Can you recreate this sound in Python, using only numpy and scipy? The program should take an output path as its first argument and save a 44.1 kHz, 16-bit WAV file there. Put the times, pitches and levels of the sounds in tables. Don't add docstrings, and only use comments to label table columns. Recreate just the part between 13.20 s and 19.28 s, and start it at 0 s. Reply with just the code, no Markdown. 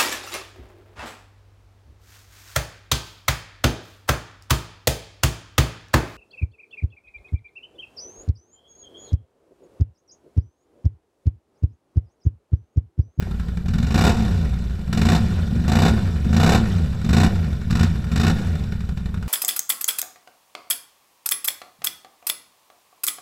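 import sys
import numpy as np
from scipy import signal
from scipy.io import wavfile
from scipy.ndimage import uniform_filter1d

SR = 44100
rng = np.random.default_rng(int(sys.argv[2]) if len(sys.argv) > 2 else 0)


def pcm_store(signal):
    levels = np.round(np.clip(np.atleast_2d(signal), -1, 1) * 32767)
    wavfile.write(sys.argv[1], SR, levels.astype(np.int16).T)


N = 268128
TIME = np.arange(N) / SR

IDLE_HZ, REFERENCE_HZ = 16.55, 33
LOADED_SPACING, OVERRUN_SPACING = .39, .35

# frequency_hz, relative_db
MIC_HISS_SPECTRUM = [(200, 2), (2000, -8), (7000, -12), (15000, -14)]
# frequency_hz, t60_s
FOREST_DECAY = [(60, 1), (250, 0.033), (1000, 0.19), (4000, 0.16), (14000, 0.093)]
# frequency_hz, width_hz, gain_db
RESONANCES = [(410, 70, 4), (600, 70, -4), (740, 90, 5), (1200, 150, -3), (1440, 110, 6), (1840, 140, 4),
              (2060, 130, -4), (2400, 220, 3), (2960, 160, 4), (3250, 260, -7), (3600, 220, 6),
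              (4120, 250, 4), (4430, 220, -5), (4820, 250, 3), (5170, 220, -5), (5520, 350, 5),
              (7750, 700, 6), (8900, 900, -3), (11700, 1400, 3)]
# time_s, speed_hz
IDLER_SPEED = [(0, 11.55), (.9, 11.35), (1.6, 11.7), (5.15, 11.68), (5.35, 11.92), (6.08, 11.88)]
# frequency_hz, relative_db
THUD_SPECTRUM = [(20, -27), (35, -14), (47, -8), (59, 3.5), (70, -2), (95, -5), (125, -13), (165, -4),
                 (210, -9.5), (245, -27), (290, -35), (450, -40), (1000, -90)]
# frequency_hz, relative_db
TICK_SPECTRUM = [(240, -19.5), (400, 1), (543, -11.5), (1360, -1), (1560, -4.5), (1930, -10), (3510, -13.5),
                 (15500, -35)]
# time_s, level_db
TICK_LEVEL = [(0, -48.5), (1.5, -53), (5.7, -46.5)]
# time_s, level_db
HISS_LEVEL = [(0, -36), (.42, -42.5), (.6, -40), (2.2, -37.5), (5.4, -39), (5.75, -42.5)]
# frequency_hz, relative_db
HISS_SPECTRUM = [(190, -25.5), (330, 5), (413, -2.5), (571, 1.5), (704, -8), (854, -10.5), (1450, -9),
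                 (2070, -13), (2900, -16.5), (3250, -11), (3700, -17.5), (4480, -17), (7750, -28),
                 (8540, -27.5), (15500, -37.5)]
# cycle_rate_multiple, relative_db
DRONE_HARMONICS = [(2, -4.5), (3, -2.5), (6, -4)]
# frequency_hz, relative_db
BOOM_SPECTRUM = [(22, 0), (45, -30.5), (66, 2.5), (83, 3.8), (112, -1.5), (135, -4), (155, 5), (186, -1.5),
                 (222, 3.5), (245, -3), (275, -14), (350, -35), (500, -27), (1200, -100)]
# frequency_hz, relative_db
BARK_SPECTRUM = [(180, -40.5), (300, 5.5), (590, -16), (708, -16), (1120, -3.5), (1460, -6.5), (2000, -9),
                 (2880, -11), (3230, -16.5), (3690, -10.5), (7750, -21.5), (8700, -27.5), (15500, -34)]
# frequency_hz, relative_db
THROAT_SPECTRUM = [(200, -56), (300, -16), (350, -0.5), (415, 1), (500, 4), (590, 0.5), (725, 7.5),
                   (800, 0.5), (900, 1), (1150, -3.5), (1600, -9.5), (4000, -52)]
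# eased_s, wide_s, shut_s, eased_pull_hz_per_s, wide_pull_hz_per_s, bark_rise_s, bark_fade_start_s,
# eased_bark_db, wide_bark_db, coast_bark_db, throat_db, boom_db
THROTTLE_REVS = [(.464, .738, .905, 79, 119.9, .012, .887, -33.5, -23.5, -36.5, -2, -15.5),
                 (1.676, 1.723, 1.979, 76, 111.3, .006, 1.952, -47, -25, -47, -3, -16),
                 (2.302, 2.475, 2.705, 58, 96.5, .03, 2.672, -44, -23.6, -46, 1, -15),
                 (3.016, 3.125, 3.356, 87, 96.8, .04, 3.346, -44, -23, -42, -.5, -14.5),
                 (3.8, 3.883, 4.048, 88, 110.3, .032, 4.04, -33, -23, -50, -2, -14),
                 (4.464, 4.504, 4.635, 51, 113.7, .006, 4.628, -44, -25.3, -48, -6, -17),
                 (4.876, 4.954, 5.124, 103, 110, .01, 5.088, -33, -24.5, -44, -4.5, -15.8)]


def gain_of(db):
    return 10 ** (np.asarray(db) / 20)


def unit_rms(x):
    return x / np.sqrt(np.mean(x ** 2) + 1e-20)


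def at_frequency(table, hz):
    table_hz, value = np.transpose(table)
    return np.interp(np.log(hz + 1), np.log(table_hz + 1), value)


def over_time(table):
    return np.interp(TIME, *np.transpose(table))


def colour(x, spectrum, size=8192):
    hz = np.fft.rfftfreq(size, 1 / SR)
    peaks_db = sum(db * np.exp(-2 * ((hz - centre) / width) ** 2) for centre, width, db in RESONANCES)
    log_gain = np.log(gain_of(np.maximum(at_frequency(spectrum, hz) + peaks_db, -100)))
    log_response = np.conj(signal.hilbert(np.r_[log_gain, log_gain[-2:0:-1]]))
    impulse = np.fft.ifft(np.exp(log_response)).real[:size // 2]
    return signal.oaconvolve(x, impulse / np.linalg.norm(impulse))[:N]


def firings(speed, phase, uneven_db, jitter_s):
    cycles = np.cumsum(speed) / SR - phase
    due = np.flatnonzero(np.diff(np.floor(cycles)) > 0)
    strength, lateness = np.clip(rng.standard_normal((len(due), 2)), -2, 2).T
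    onsets = np.clip(due + np.round(lateness * jitter_s * SR).astype(int), 0, N - 1)
    pulses = np.zeros(N)
    pulses[onsets] = gain_of(uneven_db * strength) * np.sqrt(SR / speed[due])
    return pulses


def puffs(pulses, rise_s, fall_s):
    t = TIME[:SR // 10]
    envelope = (1 - np.exp(-t / rise_s)) * np.exp(-t / fall_s)
    power = signal.oaconvolve(pulses ** 2, envelope ** 2 / np.sum(envelope ** 2))[:N]
    return np.sqrt(abs(power)) * rng.standard_normal(N)


def flutter(x, depth_db, size=256):
    bands = signal.stft(x, SR, nperseg=size)[2]
    patches = uniform_filter1d(rng.standard_normal(bands.shape), size=5, axis=0)
    patches = unit_rms(uniform_filter1d(patches, size=4, axis=1))
    flickering = signal.istft(bands * gain_of(depth_db * patches), SR, nperseg=size)[1][:N]
    return np.std(x) * unit_rms(flickering)


def mic_hiss(level_db=-62):
    return gain_of(level_db) * colour(rng.standard_normal(N), MIC_HISS_SPECTRUM)


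def forest(x, echoes_per_s=2000, first_echo_s=.015, size=256):
    echoes = rng.standard_normal(SR) * (rng.random(SR) < echoes_per_s / SR) * (TIME[:SR] > first_echo_s)
    hz, t, bands = signal.stft(echoes, SR, nperseg=size)
    decay = np.exp(-np.log(1000) * t / at_frequency(FOREST_DECAY, hz)[:, None])
    tail = signal.istft(bands * decay, SR, nperseg=size)[1]
    return signal.oaconvolve(x, tail / np.linalg.norm(tail))[:N]


def idling_engine(thud_db=-25.5, first_phase=.268):
    speed = over_time(IDLER_SPEED)
    front = firings(speed, first_phase, uneven_db=1.2, jitter_s=.0002)
    rear = firings(speed, first_phase + LOADED_SPACING, uneven_db=2, jitter_s=.0005)
    pulses = front + .75 * rear
    gas = .4 * puffs(pulses, rise_s=.004, fall_s=.03) + .3 * rng.standard_normal(N)
    thud = colour(gas - pulses, THUD_SPECTRUM)
    tick = colour(puffs(front + .25 * rear, rise_s=.001, fall_s=.0075), TICK_SPECTRUM)
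    return gain_of(thud_db) * unit_rms(thud) + gain_of(over_time(TICK_LEVEL)) * unit_rms(tick)


def drive_train(speed, per_doubling_db=9, rattle=.17):
    level_db = over_time(HISS_LEVEL) + per_doubling_db * np.log2(speed / 30)
    clatter = sum(firings(speed, phase, uneven_db=2.5, jitter_s=.0014) for phase in (0, .5))
    noise = rng.standard_normal(N) + rattle * puffs(clatter, rise_s=.00017, fall_s=.011)
    return flutter(colour(noise * gain_of(level_db), HISS_SPECTRUM), depth_db=3)


def throttle(t, eased_s, wide_s, shut_s, opening_s=.02, closing_s=.039):
    eased = np.clip((t - eased_s) / opening_s, 0, 1)
    wide = np.clip((t - wide_s) / opening_s + 1, 0, 1)
    held = np.clip(1 - (t - shut_s) / closing_s, 0, 1)
    return (eased - wide) * held, wide * held


def engine_speed(drag_hz_per_s=49, settle_hz=4.5, step_s=.001):
    t = np.arange(0, N / SR, step_s)
    pulls = sum(np.dot(rev[3:5], throttle(t, *rev[:3])) for rev in THROTTLE_REVS)
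    hz, speed = IDLE_HZ, []
    for pull in pulls:
        hz += step_s * (pull - drag_hz_per_s * np.tanh((hz - IDLE_HZ) / settle_hz))
        speed.append(hz)
    return np.interp(TIME, t, speed)


def effort(speed, bark_fade_s=.041, burble_decay_s=.5):
    load, boom, bark, burble, throat_db = np.zeros((5, N))
    for rev in THROTTLE_REVS:
        eased_s, wide_s, shut_s = rev[:3]
        rise_s, fade_start_s, eased_db, wide_db, coast_db, rev_throat_db, rev_boom_db = rev[5:]
        eased, wide = throttle(TIME, eased_s, wide_s, shut_s)
        swell = 1 - np.exp(-np.maximum(TIME - wide_s + .02, 0) / rise_s)
        fade = np.clip(1 - (TIME - fade_start_s) / bark_fade_s, 0, 1)
        load += eased + wide
        boom += gain_of(rev_boom_db) * (wide + gain_of(-4.5) * eased)
        bark += gain_of(wide_db) * swell * fade + gain_of(eased_db) * eased
        burble += (TIME > shut_s) * gain_of(coast_db) * np.exp(-abs(TIME - shut_s) / burble_decay_s)
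        throat_db[TIME > eased_s] = rev_throat_db
    doublings = np.log2(speed / REFERENCE_HZ)
    coast_boom = (1 - load) * gain_of(-20 + 11.5 * doublings)
    boom = boom * gain_of(.5 * doublings) + coast_boom
    bark = (bark + (1 - load) * burble) * gain_of(5.5 * doublings)
    boom_db, bark_db = 20 * np.log10(np.maximum([boom, bark], 1e-5))
    return load, boom_db, bark_db, throat_db


def silencer(speed, load, spacing, boom_db, thump_db=-2.5, overrun_db=-5.5, drone_db=-48.5):
    lead = speed * .002
    front = firings(speed, -lead, uneven_db=1.07, jitter_s=.0001)
    rear = firings(speed, spacing - lead, uneven_db=2, jitter_s=.0001)
    thumps = front + 1.26 * rear
    gas = .15 * puffs(thumps, rise_s=.002, fall_s=.012) - thumps
    pace = np.clip((speed - 17) / 11, 0, 1)
    gas = pace * gas + (1 - pace) * uniform_filter1d(gas, size=130)
    gas *= gain_of(boom_db + thump_db + overrun_db * (1.5 - load) * pace)
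    angle = 2 * np.pi * (np.cumsum(speed) / SR + lead)
    drone = unit_rms(sum(gain_of(db) * np.cos(order * angle) for order, db in DRONE_HARMONICS))
    lumps = 1 + .3 * unit_rms(uniform_filter1d(rng.standard_normal(N), size=700))
    drone *= lumps * gain_of(drone_db) * (1 - load) * np.sqrt(pace)
    return colour(gas - drone, BOOM_SPECTRUM)


def exhaust(speed, load, boom_db, bark_db, throat_db, throat_per_doubling_db=12):
    spacing = OVERRUN_SPACING + (LOADED_SPACING - OVERRUN_SPACING) * load
    front = firings(speed, 0, uneven_db=1, jitter_s=.0001)
    rear = firings(speed, spacing, uneven_db=1.2, jitter_s=.0003)
    rear_strength = np.minimum((speed / 39) ** 1.5, .85)
    blows = (front + rear * rear_strength) * gain_of(bark_db - 4)
    jet = puffs(blows, rise_s=.0017, fall_s=.0072)
    crack = flutter(colour(jet - .33 * blows, BARK_SPECTRUM), depth_db=.5)
    pushes = blows * gain_of(throat_db + throat_per_doubling_db * np.log2(speed / REFERENCE_HZ))
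    throat = colour(.55 * puffs(pushes, rise_s=.002, fall_s=.016) - pushes, THROAT_SPECTRUM)
    return silencer(speed, load, spacing, boom_db) + crack + throat


def scene():
    speed = engine_speed()
    direct = exhaust(speed, *effort(speed)) + drive_train(speed) + idling_engine()
    return (direct + gain_of(-13.5) * forest(direct) + mic_hiss())[None]


def record(dry):
    cutoff_hz = 15550
    low_pass = signal.firwin(511, cutoff_hz, window=("kaiser", 9), fs=SR)
    return signal.oaconvolve(dry, low_pass[None], "same")


dry = scene()
out = record(dry)
pcm_store(out)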